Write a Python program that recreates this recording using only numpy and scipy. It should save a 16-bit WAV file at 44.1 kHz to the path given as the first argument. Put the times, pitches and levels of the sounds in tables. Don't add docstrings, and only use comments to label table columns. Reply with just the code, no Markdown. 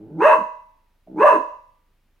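import sys
import numpy as np
from scipy import signal
from scipy.fft import rfft, irfft
from scipy.io import wavfile
from scipy.ndimage import uniform_filter1d, minimum_filter1d

SR = 44100
rng = np.random.default_rng(int(sys.argv[2]) if len(sys.argv) > 2 else 0)


def waveform_to_disk(signal):
    frames = np.transpose(np.atleast_2d(signal))
    scaled = np.clip(frames, -1, 1) * 32767
    samples = np.round(scaled).astype(np.int16)
    wavfile.write(sys.argv[1], SR, samples)


def boost_factor(decibels):
    exponent = np.asarray(decibels, float) / 20
    return 10 ** exponent


N = 97020


def dog():
    voice, air = barks()
    voice += growls()
    # start_s, level_db, pitch_hz, width_hz
    pop = (1.073, -38, 650, 90)
    add(voice, pop[0], lip_pop(*pop[1:]))
    voice = cut(cut(voice, 75, "high"), 5800, "low")
    return voice + teeth_rasp(air)


def barks():
    # time_s, pitch_hz, effort_db, mouth_opening_db, roughness (0-1)
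    bark_tables = [
        [(.17, 281.3, -34, -25, 0.4), (.205, 341.3, -22, -4, 0.5), (.232, 478.8, -13.5, 1, 0.4),
         (.262, 612.4, -10.5, 1, .2), (.292, 640, -15, 4.5, 0.5), (.33, 539.8, -20, 6, .45),
         (.362, 424.4, -26, 1.5, 0.6), (.395, 244, -36, -5.5, 0.4), (.42, 169.5, -40.5, 2, .5)],
        [(1.155, 272.2, -29.5, -25, 0.7), (1.19, 327.4, -21, -7, .45), (1.218, 488.7, -16.5, 2.5, 0.4),
         (1.245, 633.5, -2.5, -5.5, 0.3), (1.275, 566.1, -15, 6.5, .3), (1.305, 511.8, -22, 7, 0.5),
         (1.335, 418.9, -21.5, 2.5, .5), (1.365, 307.2, -24.5, 2.5, 0.4), (1.385, 240, -42, -6, 0.4)],
    ]
    # pitch_hz, width_hz, level_db
    throat_tones = [(1017.5, 180, 6), (1645, 380, -9), (2112, 200, -22), (2643, 205, -12), (3920, 540, -44)]
    chest_width_hz, throat_low_hz = 275, 627
    extra_noise = 0.53
    shut = 0.7
    out, air = np.zeros(N), np.zeros(N)
    for bark in np.array(bark_tables):
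        t, hz, pulses, puffs, gate, level = folds(bark, bark[:, 4], count=14)
        mouth = boost_factor(np.interp(t, bark[:, 0], bark[:, 3]))
        chest = resonate(pulses + puffs, hz, chest_width_hz)
        chest = evened(resonate(chest, hz, 2 * chest_width_hz))
        lift = np.minimum(level * boost_factor(19.5), 1)
        opened = np.maximum.accumulate(np.minimum(level * boost_factor(17), 1))
        shift = shut + (1 - shut) * opened
        drive = pulses + puffs + extra_noise * evened(puffs)
        throat = cut(through(drive, throat_tones, lift, shift), throat_low_hz, "high")
        add(out, t[0], level * (chest + mouth * throat))
        add(air, t[0], gate * (level * mouth * boost_factor(16.5)) ** 0.71)
    return out, air


def growls():
    # time_s, pulse_rate_hz, effort_db
    growl_tables = [
        [(0, 101.5, -39.5), (.05, 113.1, -44.5), (.11, 147.1, -39), (.175, 166.3, -32.5), (.205, 182.5, -42.5)],
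        [(1.05, 62.56, -70), (1.085, 62.4, -45.5), (1.13, 63.7, -38.5), (1.17, 69, -32), (1.195, 75.5, -41)],
    ]
    growl_roughness = [.45, .35]
    hum_levels = [-7.5, -29.5]
    # pitch_hz, width_hz, level_db
    chest_tones = [(151, 150, -2.5), (320, 183, 5), (640, 480, -18), (910, 150, -17.5), (1500, 430, -36)]
    out = np.zeros(N)
    for growl, rough, hum_db in zip(growl_tables, growl_roughness, hum_levels):
        t, hz, pulses, puffs, _, level = folds(growl, rough, count=28)
        hum = boost_factor(hum_db) * evened(resonate(pulses + puffs, hz, 53))
        chest = through(pulses + puffs, chest_tones, 1, 0.94)
        add(out, t[0], level * (chest + hum))
    return out


def folds(table, rough, count):
    jitter, puff_share, fade_s = 0.12, 0.18, 0.004
    rows = np.array(table)
    t = np.arange(rows[0, 0], rows[-1, 0], 1 / SR)
    noise = rng.standard_normal((2, len(t)))
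    hz = np.interp(t, rows[:, 0], rows[:, 1])
    db = np.interp(t, rows[:, 0], rows[:, 2])
    rough = np.clip(np.interp(t, rows[:, 0], rough * np.ones(len(rows))), 0, 1)
    wobble = evened(uniform_filter1d(noise[0], size=150))
    turns = np.cumsum(hz * (1 + jitter * rough * wobble)) / SR
    pulses = sum(np.cos(2 * np.pi * k * turns) for k in range(1, count))
    gate = 0.51 + np.exp(-(turns % 1) / puff_share)
    since_start = t - t[0] + (t[0] < .01)
    ends = np.clip(np.minimum(since_start, t[-1] - t) / fade_s, 0, 1)
    puffs = rough * evened(gate * noise[1]) * 2
    return t, hz, (1 - rough) * evened(pulses), puffs, gate, ends * boost_factor(db)


def through(drive, tract, lift, shift):
    parts = []
    for k, (hz, width, db) in enumerate(tract):
        parts.append((-1) ** k * boost_factor(db) * resonate(drive, hz * shift, width))
    return (parts[0] + lift * sum(parts[1:])) / np.std(sum(parts))


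def lip_pop(level_db, pitch_hz, width_hz):
    t = np.arange(0, .03, 1 / SR)
    decay = np.pi * width_hz * t
    return boost_factor(level_db) * np.sin(2 * np.pi * pitch_hz * t) * decay * np.exp(1 - decay)


def teeth_rasp(air):
    # pitch_hz, level_db (per Hz)
    rasp_color = [(3200, -8), (4500, -7), (5200, -12.5), (6500, -4.5), (7500, -19), (8700, -2.5),
                  (9600, -17.5), (11000, -11)]

    def gain(hz):
        top_db = -10.5 * np.clip((hz - 11000) / 1500, 0, 1)
        return boost_factor(read(rasp_color, hz) + top_db) * (hz > 2500)

    return boost_factor(-49) * air * evened(shaped(rng.standard_normal(N), gain))


def bedroom(x):
    # pitch_hz, decay_s
    walls = [(120, 0.14), (320, 0.31), (840, 0.53), (2200, 0.46), (5800, 0.77), (12000, 0.21)]
    tone_pitches = [425, 512, 551, 600, 635, 890, 930, 974, 1012, 1097, 1137, 1181, 2024, 2654]
    # level_db, decay_s (60 dB)
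    tone_decays = [(-6.5, 0.45), (-17, 0.78), (-19, .65), (-14.5, .5), (-2.5, 0.5), (-7, 0.81), (-7.5, 0.6),
                   (2.5, .58), (2.5, 0.49), (-2, 0.56), (-7.5, 0.52), (-13.5, 0.82), (-2.5, 0.72),
                   (-13, 0.72)]
    # pitch_hz, likeness (-1 to 1)
    room_likeness = [(100, 0.93), (400, 0.93), (800, 0.53), (2000, 0), (10000, 0.54)]
    tail_db, tones_db = -4, -24.5
    early_db, early_decay_s = 9.5, .12
    taps = np.zeros((2, SR))
    at = np.arange(200, SR - 20, 20) + rng.integers(0, 20, (2, (SR - 201) // 20))
    np.put_along_axis(taps, at, rng.choice([-1., 1.], at.shape), 1)
    hz, t, z = signal.stft(taps, SR, nperseg=256)
    late = boost_factor(-60 * t / read(walls, hz)[:, None])
    early = boost_factor(early_db - 60 * t / early_decay_s)
    tail = signal.istft(z * (late + early), SR, nperseg=256)[1][:, :SR]

    t = np.arange(SR) / SR
    tones = np.zeros((2, SR))
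    for pitch_hz, (db, decay_s) in zip(tone_pitches, tone_decays):
        phase = rng.uniform(0, 2 * np.pi, (2, 1))
        tones += boost_factor(db - 60 * t / decay_s) * np.sin(2 * np.pi * pitch_hz * t + phase)
    tones = tones * np.minimum(t / 0.0027, 1)
    room = boost_factor(tail_db) * tail / np.linalg.norm(tail[0])
    room = room + boost_factor(tones_db) * tones / np.linalg.norm(tones[0])
    return signal.fftconvolve(x[None], paired(*room, room_likeness), axes=1)[:, :N]


def motor_throb():
    # multiple of the turning rate, level_db
    multiples = [(1, -62.5), (2, -74.5), (3, -75.5), (4, -88.5)]
    turn_hz, waver = 26.2, .025
    drift = evened(shaped(rng.standard_normal((5, N)), lambda hz: (hz > 0) * (hz < 6)))
    turns = np.cumsum(turn_hz * (1 + waver * drift[0])) / SR
    throb = np.zeros(N)
    for (k, db), swell in zip(multiples, drift[1:]):
        throb += boost_factor(db + 1 + 0.66 * swell) * np.sin(2 * np.pi * k * turns)
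    return throb * boost_factor(np.array([[-.5], [.5]]))


def hiss():
    # pitch_hz, level_db (per Hz)
    hiss_color = [(40, -11.5), (70, -11), (150, -14.5), (500, -23), (2500, -27), (8000, -40), (12500, -36),
                  (15900, -38)]
    # pitch_hz, likeness (-1 to 1)
    hiss_likeness = [(60, 0.63), (240, 0.94), (950, 0.92), (3770, 0.61), (15000, 0.5)]
    noise = shaped(rng.standard_normal((2, N)), lambda hz: boost_factor(read(hiss_color, hz)) * (hz > 35))
    return boost_factor(-71) * evened(paired(*noise, hiss_likeness))


def evened(x):
    return x / np.sqrt(np.mean(x ** 2) + 1e-20)


def read(points, hz):
    f, value = np.transpose(points)
    return np.interp(np.log(hz + 1), np.log(f + 1), value)


def shaped(x, gain):
    return irfft(rfft(x) * gain(np.fft.rfftfreq(x.shape[-1], 1 / SR)), x.shape[-1])


def add(mix, s, sound):
    part = mix[round(max(s, 0) * SR):][:len(sound)]
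    part += sound[:len(part)]


def resonate(x, hz, width):
    turn = np.exp(2j * np.pi * np.cumsum(hz * np.ones(len(x))) / SR)
    r = np.exp(-np.pi * width / SR)
    smooth = signal.lfilter([(1 - r) ** 2], [1, -2 * r, r * r], x / turn + 1e-18)
    return 2 * (turn * smooth).real


def paired(a, b, likeness):
    def same(hz):
        return np.clip(read(likeness, hz), -1, 1)

    together = shaped(a, lambda hz: np.sqrt((1 + same(hz)) / 2))
    apart = shaped(b, lambda hz: np.sqrt((1 - same(hz)) / 2))
    return np.array([together + apart, together - apart])


def cut(x, hz, kind):
    return signal.sosfilt(signal.butter(4, hz, kind, fs=SR, output="sos"), x)


def scene():
    # pitch_hz, level_db
    straight_path = [(200, -5), (600, -3.5), (1100, -1), (3000, -3.5), (10000, -10.5)]
    x = dog()
    direct = shaped(x, lambda hz: boost_factor(read(straight_path, hz)))
    lean = boost_factor(0.73 * np.array([[-1], [1]]))
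    return direct * lean + bedroom(x) + motor_throb() + hiss()


def top_cut(x):
    return signal.sosfilt(signal.butter(12, 16080, fs=SR, output="sos"), x)


def record(dry):
    ceiling, limit_s, edge_hz = .9, .004, 16200
    span = round(limit_s * SR)
    room_left = np.minimum(ceiling / (abs(dry).max(0) + 1e-9), 1)
    room_left = minimum_filter1d(room_left, size=2 * span)
    x = dry * uniform_filter1d(uniform_filter1d(room_left, size=span), size=span)
    low_pass = signal.firwin(511, edge_hz, window=("kaiser", 9), fs=SR)
    mix = signal.oaconvolve(x, low_pass[None], "same")
    return top_cut(mix)


dry = scene()
out = record(dry)
waveform_to_disk(out)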